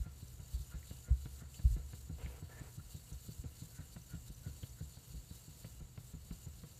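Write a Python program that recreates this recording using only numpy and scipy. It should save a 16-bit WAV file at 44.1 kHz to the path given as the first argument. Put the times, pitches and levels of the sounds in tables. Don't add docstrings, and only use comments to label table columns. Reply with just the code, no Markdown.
import sys
import numpy as np
from scipy import signal
from scipy.fft import rfft, irfft, next_fast_len
from scipy.io import wavfile
from scipy.ndimage import uniform_filter1d, map_coordinates

SR = 44100
rng = np.random.default_rng(int(sys.argv[2]) if len(sys.argv) > 2 else 0)


def dump(signal):
    limited = np.clip(np.atleast_2d(signal).T, -1, 1)
    pcm = np.round(limited * 32767).astype(np.int16)
    wavfile.write(sys.argv[1], SR, pcm)


N = 299439

# (pitch [Hz], width [Hz], relative level [dB])
BLADE_BEND_MODES = [(3840, 740, 2), (3994, 220, 6.5), (4285, 430, -3.5)]
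BLADE_SING_MODES = [(2863, 340, -8), (4485, 164, -2)]
BLADE_RING_MODES = [(6170, 660, -13), (7010, 340, 0.5), (7520, 210, -.5), (7927, 130, 0.5)]
BLADE_SHEEN_MODES = [(9450, 550, 0), (13140, 2100, -2.5)]
# (frequency [Hz], relative level [dB])
SAND_EQ = [(300, -15), (1000, -6), (2300, -11.5), (3500, -3.5), (5200, -1.5), (9000, 2.5), (10300, -3),
           (13400, 3), (14100, -9)]


def scrape(judder_db=1.03):
    motion = strokes()
    stroke, reach, *_ = motion
    bend = swing(motion, db=-75, reach_db=5.5, pull_db=-0.9, lean_db=0,
                 glide_db=-8, stall_db=-3.5, bite_db=0)
    ring = swing(motion, db=-70.5, reach_db=2.2, pull_db=0.3, lean_db=4.5,
                 glide_db=-3, stall_db=-4.5, bite_db=1.5)
    hiss = swing(motion, db=-72, reach_db=4, pull_db=1.25, lean_db=5,
                 glide_db=-0.75, stall_db=-6, bite_db=3)
    sing = undb(-2.5) * np.sqrt(bend * hiss)
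    blade = (bend * rubbed(BLADE_BEND_MODES, reach, flicker_db=1.5, flicker_hz=45)
             + sing * rubbed(BLADE_SING_MODES, reach, flicker_db=2.5, flicker_hz=58)
             + ring * rubbed(BLADE_RING_MODES, reach, flicker_db=2.6, flicker_hz=51)
             + undb(-7.5) * hiss * rubbed(BLADE_SHEEN_MODES, reach, flicker_db=2.5, flicker_hz=47))
    sand = hiss * unit(colour(grit(spread_db=4), SAND_EQ))
    stone = undb(-11) * hiss * unit(stone_body(grit(spread_db=2.5)))
    return (blade + sand + stone) * undb(pressure(stroke) + judder_db * walk(130))


def rubbed(modes, reach, flicker_db, flicker_hz, detune=0.01158):
    ring = np.zeros(N)
    for hz, width, db in modes:
        gain = undb(db + flicker_db * walk(flicker_hz))
        ring += gain * resonate(resonate(grit(spread_db=5.4), hz, 0.71 * width), hz, 4 * width)
    speed = 1 + detune * (reach - 0.5)
    return unit(map_coordinates(ring, [np.cumsum(speed)], mode="mirror"))


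def strokes(stall_s=0.015, stall_lag_s=0.0052, bite_s=0.028):
    t = np.arange(N) / SR
    turns = np.pad(np.array(HAND_TURNS)[:, 0], 1, "reflect", reflect_type="odd")
    stroke = np.interp(t, turns, np.arange(len(turns)) - 1)
    reach = np.sin(np.pi * stroke / 2) ** 2
    from_turn = t - turns[np.round(stroke).astype(int) + 1]
    stall = np.exp(-((from_turn - stall_lag_s) / stall_s) ** 2)
    bite = np.sin(np.pi * np.clip(from_turn / bite_s, 0, 1))
    return stroke, reach, stall, bite


def swing(motion, db, reach_db, pull_db, lean_db, glide_db, stall_db, bite_db):
    stroke, reach, stall, bite = motion
    pulling, progress = np.floor(stroke) % 2, stroke % 1
    glide = np.sin(np.pi * progress)
    arm_db = db + reach_db * reach + pull_db * pulling + lean_db * progress
    return undb(arm_db + glide_db * glide + stall_db * stall + bite_db * bite)


# (weight [dB], rise along the stroke [dB])
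STROKE_ACCENTS = [(6.5, -25), (-1, -1), (-0.5, -2), (2.5, -1), (2, -0.5), (1, 0), (1.5, -4.5), (0, 1.5),
                  (2, 3), (0.5, 3.5), (2.5, 3.5), (0, -3), (1.5, -8), (-0.5, -6), (0, -3), (0, -6),
                  (0.5, 6), (1.5, -2), (1.5, 0.5), (3, -3.5), (2.5, -3), (1.5, -1), (2.5, -0.5), (1, -7),
                  (0.5, 3.5), (1.5, -3), (1, 2), (3, -6), (1, -2.5), (2, -8), (1, 4), (1.5, -12), (2.5, -1),
                  (3, -6), (1, -4), (-3, -7), (0.5, 5), (-0.5, -1), (1, 2.5), (0.5, -8), (0.5, 2.5)]


def pressure(stroke):
    row = np.clip(np.floor(stroke).astype(int) + 1, 0, len(STROKE_ACCENTS) - 1)
    weight_db, lean_db = np.array(STROKE_ACCENTS)[row].T
    return uniform_filter1d(weight_db + lean_db * (stroke % 1 - 0.5), size=1900)


# (pitch [Hz], width [Hz], relative level [dB])
STONE_MODES = [(488, 82, 6), (670, 113, -0.5), (956, 24, 2.5), (1335, 95, 0.5), (1708, 7, 3.5),
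               (2028, 27, -1.5)]


def stone_body(x):
    return sum(undb(db) * resonate(x, hz, width) for hz, width, db in STONE_MODES)


# (time [s], thud accent [dB], hard contact accent [dB])
HAND_TURNS = [(0.059, -40.5, -56), (0.226, -44, -79), (0.393, -44, -60), (0.57, -54, -73),
              (0.74, -37.5, -55.5), (0.908, -41.5, -59.5), (1.081, -41, -56), (1.255, -39, -54),
              (1.418, -44, -56.5), (1.591, -41, -58), (1.762, -39, -53.5), (1.931, -41.5, -57.5),
              (2.095, -37.5, -59.5), (2.259, -38.5, -74), (2.421, -39.5, -59.5), (2.609, -42.5, -70),
              (2.775, -41, -78), (2.946, -42, -73), (3.116, -41, -61.5), (3.286, -38.5, -70),
              (3.438, -39.5, -55), (3.619, -41, -69), (3.788, -38.5, -56.5), (3.963, -39.5, -56.5),
              (4.134, -37.5, -58.5), (4.298, -43.5, -70), (4.461, -37, -56.5), (4.631, -39, -60.5),
              (4.806, -38, -66), (4.969, -46.5, -63.5), (5.14, -41, -83), (5.309, -44, -66),
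              (5.478, -45, -82), (5.644, -42.5, -57), (5.805, -42, -61), (5.975, -42, -56),
              (6.135, -39.5, -64), (6.308, -38, -59.5), (6.462, -39.5, -61), (6.635, -41, -58.5)]


def knocks(tap_hz=145, slump_hz=80, sway_hz=71, rebound_s=0.01218, lead_s=0.005):
    t = np.arange(SR // 3) / SR
    thuds, clack_env, click_env, rattle_env = np.zeros((4, N))
    for k, (s, thud_db, contact_db) in enumerate(HAND_TURNS):
        tap = undb(thud_db) * rock(t, tap_hz * (1 + 0.085 * rng.standard_normal()))
        slump = undb(thud_db - 3.5) * rock(t, slump_hz * (1 + 0.26 * rng.standard_normal()))
        add(rattle_env, s, undb(thud_db - 16) * fade(t, 0.0028, 0.083))
        if k % 2:
            add(click_env, s, undb(contact_db - 1) * fade(t, 0.0003, 0.025))
            add(clack_env, s, undb(contact_db - 2.5) * fade(t, 0.002, 0.072))
            add(thuds, s, tap)
            add(thuds, s - lead_s, slump)
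        else:
            add(clack_env, s - lead_s, undb(contact_db - 7.5) * fade(t, 0.0031, 0.33))
            add(thuds, s, undb(-4) * tap - slump)
            add(thuds, s + rebound_s, undb(-6.5) * tap)
            sway = np.sin(2 * np.pi * sway_hz * t) * fade(t, 0.025, 0.21)
            add(thuds, s, undb(thud_db - 6.5) * sway)
    clack = unit(stone_body(noise()))
    click = unit(resonate(resonate(noise(), 1350, 1200), 1200, 4300))
    rattle = unit(resonate(resonate(noise(), 252, 73), 350, 450))
    return thuds + clack_env * clack + click_env * click + rattle_env * rattle


def rock(t, hz):
    cycles = hz * t
    punch = np.exp(-((cycles - 0.75) / 0.77) ** 2)
    tail = undb(-12.5) * fade(t, 0.015, 0.15)
    return np.sin(2 * np.pi * cycles) * (punch + tail)


# (start [s], length [s], level [dB], grate pitch [Hz])
RASP_CUES = [(2.166, 0.23, -64.5, 2570), (2.48, 0.22, -65.5, 1860)]
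# (frequency [Hz], relative level [dB])
GRIND_EQ = [(120, -15), (220, -6), (265, -3), (400, -3.5), (490, -5.5), (800, -7), (1600, -15.5),
            (3000, -34)]


def rasps(chatter_db=-1.4, grate_db=-6.5, grate_width_hz=900, attack_s=0.022, release_s=0.07):
    out, t = np.zeros(N), np.arange(N) / SR
    body = unit(stone_body(grit(spread_db=8)))
    body += undb(0.5) * unit(colour(grit(spread_db=11.5), GRIND_EQ))
    for s, length, db, hz in RASP_CUES:
        attack = (t - s) / attack_s
        release = (s + length - t) / release_s + 0.5
        envelope = np.clip(np.minimum(attack, release), 0, 1)
        grate = band(grit(spread_db=7.5), hz, grate_width_hz, 2 * grate_width_hz)
        out += undb(db) * envelope * (body + undb(grate_db) * grate)
    return out * undb(chatter_db * walk(59))


# (peak time [s], level [dB], pitch [Hz])
CATCH_CUES = [(0.895, -69, 4000), (1.575, -76, 4130), (1.672, -73, 4200), (4.955, -71, 4200),
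              (5.37, -71, 4050), (6.285, -87, 4100), (6.59, -73, 4360)]


def catches(swell_s=0.032, width_hz=600):
    out, t = np.zeros(N), np.arange(N) / SR
    for s, db, hz in CATCH_CUES:
        ring = band(grit(spread_db=3), hz, width_hz, 2 * width_hz)
        out += undb(db) * ring * np.exp(-((t - s) / swell_s) ** 2)
    return out


# (peak time [s], level [dB], pitch [Hz], half-length [s], roughness [1 = no tone])
SQUEAK_CUES = [(0.061, -67.5, 1385, 0.049, 0.2), (0.731, -61.5, 1397, 0.025, 0.35),
               (1.08, -69, 1414, 0.059, 0.23), (1.42, -68, 1450, 0.043, 0.9),
               (2.527, -63, 1750, 0.022, 0.1), (2.585, -63.5, 1750, 0.045, 0.5),
               (2.801, -59.5, 1385, 0.0087, 0.07), (3.791, -69.5, 1503, 0.085, 0.54),
               (4.128, -65, 1430, 0.044, 0.42), (4.469, -67, 1457, 0.044, 0.3),
               (4.802, -73.5, 1500, 0.035, 1.1)]


def squeaks(width_hz=200, skirt_hz=650, smear_db=-9, waver=0.01224, upper_hz=1820, upper_db=-5):
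    out, t = np.zeros(N), np.arange(N) / SR
    smear = undb(smear_db) * unit(stone_body(noise()))
    upper = undb(upper_db) * band(noise(), upper_hz, width_hz, skirt_hz)
    slips = undb(2.7 * walk(140))
    wavering_time = np.cumsum(1 + waver * walk(130)) / SR
    for s, db, hz, half_length, rough in SQUEAK_CUES:
        rough = np.clip(rough, 0, 1)
        tone = np.sqrt(1 - rough) * unit(np.sin(2 * np.pi * hz * wavering_time))
        chatter = np.sqrt(rough) * (band(noise(), hz, width_hz, skirt_hz) + upper) * slips
        swell = np.exp(-2 * ((t - s) / half_length) ** 2)
        out += undb(db) * (tone + chatter + smear) * swell
    return out


# (time [s], relative level [dB])
BUBBLE_CUES = [(.281, -63), (.618, -62), (4.016, -62), (4.347, -62), (4.693, -63)]
# (time [s], level [dB], pitch [Hz])
GRAIN_CUES = [(0.827, -58.5, 2150), (1.543, -56.5, 2920), (2.26, -51.5, 1990), (3.128, -56.5, 6600),
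              (4.631, -53.5, 2920), (5.648, -61, 2640)]


def ticks(bubble_hz=6020, glide=0.28):
    out, t = np.zeros(N), np.arange(SR // 10) / SR
    ping = np.sin(2 * np.pi * bubble_hz * t * (1 + glide * t)) * fade(t, 0.00075, 0.017)
    for s, db in BUBBLE_CUES:
        add(out, s, undb(db + 7) * ping)
    for s, db, hz in GRAIN_CUES:
        burst = band(noise(len(t)), hz, 0.2 * hz, hz)
        add(out, s, undb(db) * burst * fade(t, 0.0003, 0.04))
    return out


# (time [s], level [dB], pitch [Hz], decay t60 [s])
BUMP_CUES = [(0.0, -27.5, 51.4, 0.034), (0.532, -31, 60, 0.076), (0.587, -37, 64.5, 0.091),
             (1.099, -21, 62.2, 0.085), (1.641, -18, 58.2, 0.06), (1.688, -28, 48.5, 0.27),
             (2.222, -35, 63.8, 0.24), (3.117, -43, 62.6, 0.1), (3.383, -36.5, 60, 0.048),
             (3.451, -37, 85, 0.026)]


def bumps(overtone_ratio=2.1, overtone_db=-12):
    out, t = np.zeros(N), np.arange(SR // 2) / SR
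    for s, db, hz, t60 in BUMP_CUES:
        phase = 2 * np.pi * hz * t
        boom = np.sin(phase) + undb(overtone_db) * np.sin(overtone_ratio * phase)
        add(out, s, -undb(db) * boom * fade(t, 0.02, t60))
    return out


# (pitch [Hz], decay t60 [s], relative level [dB])
SINK_MODES = [(68.38, 2.4, -19), (77.5, 0.44, -18), (119.1, 0.41, -8)]


def sink_ring(push):
    t = np.arange(SR) / SR
    ring = sum(undb(db) * np.sin(2 * np.pi * hz * t) * fade(t, 0.00044, t60) for hz, t60, db in SINK_MODES)
    return signal.fftconvolve(push, ring / np.abs(rfft(ring)).max())[:N]


def kitchen_echo(x, t60=0.037, wet_db=-13):
    t = np.arange(SR // 3) / SR
    echo = noise(len(t)) * fade(t, 0.0094, t60)
    echo = signal.sosfilt(signal.butter(2, 300, "high", fs=SR, output="sos"), echo)
    return x + undb(wet_db) * signal.fftconvolve(x, echo / np.linalg.norm(echo))[:N]


# (frequency [Hz], relative level [dB])
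AIR_EQ = [(20, -34.5), (150, -3), (205, -14), (500, -23.5), (1000, -27), (2200, -30), (16000, -41)]


def room_tone(hum_hz=120):
    air = undb(-66) * unit(colour(noise(), AIR_EQ))
    rumble = undb(-58) * unit(resonate(resonate(noise(), 53, 35), 65, 110))
    hum = undb(-60) * np.sin(2 * np.pi * hum_hz * np.arange(N) / SR + walk(20))
    return air + (rumble + hum) * undb(2 * walk(13))


def undb(db):
    return 10 ** (np.asarray(db) / 20)


def unit(x):
    return x / np.sqrt(np.mean(x ** 2))


def add(out, s, sound):
    i = max(int(s * SR), 0)
    out[i:i + len(sound)] += sound[:N - i]


def noise(samples=N):
    return rng.standard_normal(samples)


def grit(spread_db):
    return unit(noise() * undb(spread_db * noise()))


def walk(rate_hz):
    steps = noise(4096)
    held = steps[(np.arange(N) * rate_hz / SR).astype(int) % len(steps)]
    return 1.2 * uniform_filter1d(held, int(SR / rate_hz))


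def fade(t, rise, t60):
    shape = (1 - np.exp(-(t / rise) ** 2)) * np.exp(-np.log(1000) * t / t60)
    return shape / shape.max()


def resonate(x, hz, width):
    return signal.lfilter(*signal.iirpeak(hz, hz / width, fs=SR), x)


def band(x, hz, width, skirt):
    return unit(resonate(resonate(x, hz, width), hz, skirt))


def colour(x, points):
    hz, db = np.transpose(points)
    size = next_fast_len(N + SR) // 2 * 2
    bin_hz = np.arange(size // 2 + 1) * SR / size
    log_gain = np.log(undb(np.interp(np.log(bin_hz + 1), np.log(hz), db)))
    cepstrum = irfft(log_gain)[:size // 2]
    cepstrum[1:] *= 2
    return irfft(rfft(x, size) * np.exp(rfft(cepstrum, size)))[:N]


def scene(knock_send_db=-5, bump_send_db=1):
    knocking, bumping = knocks(), bumps()
    work = scrape() + catches() + rasps() + squeaks() + ticks() + knocking + bumping
    basin = sink_ring(undb(knock_send_db) * knocking + undb(bump_send_db) * bumping)
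    return (kitchen_echo(work) + basin + room_tone())[None]


def record(dry, low_hz=38, top_hz=15450):
    thin = signal.sosfilt(signal.butter(2, low_hz, "high", fs=SR, output="sos"), dry)
    return signal.sosfilt(signal.ellip(10, 0.2, 80, top_hz, fs=SR, output="sos"), thin)


dry = scene()
out = record(dry)
dump(out)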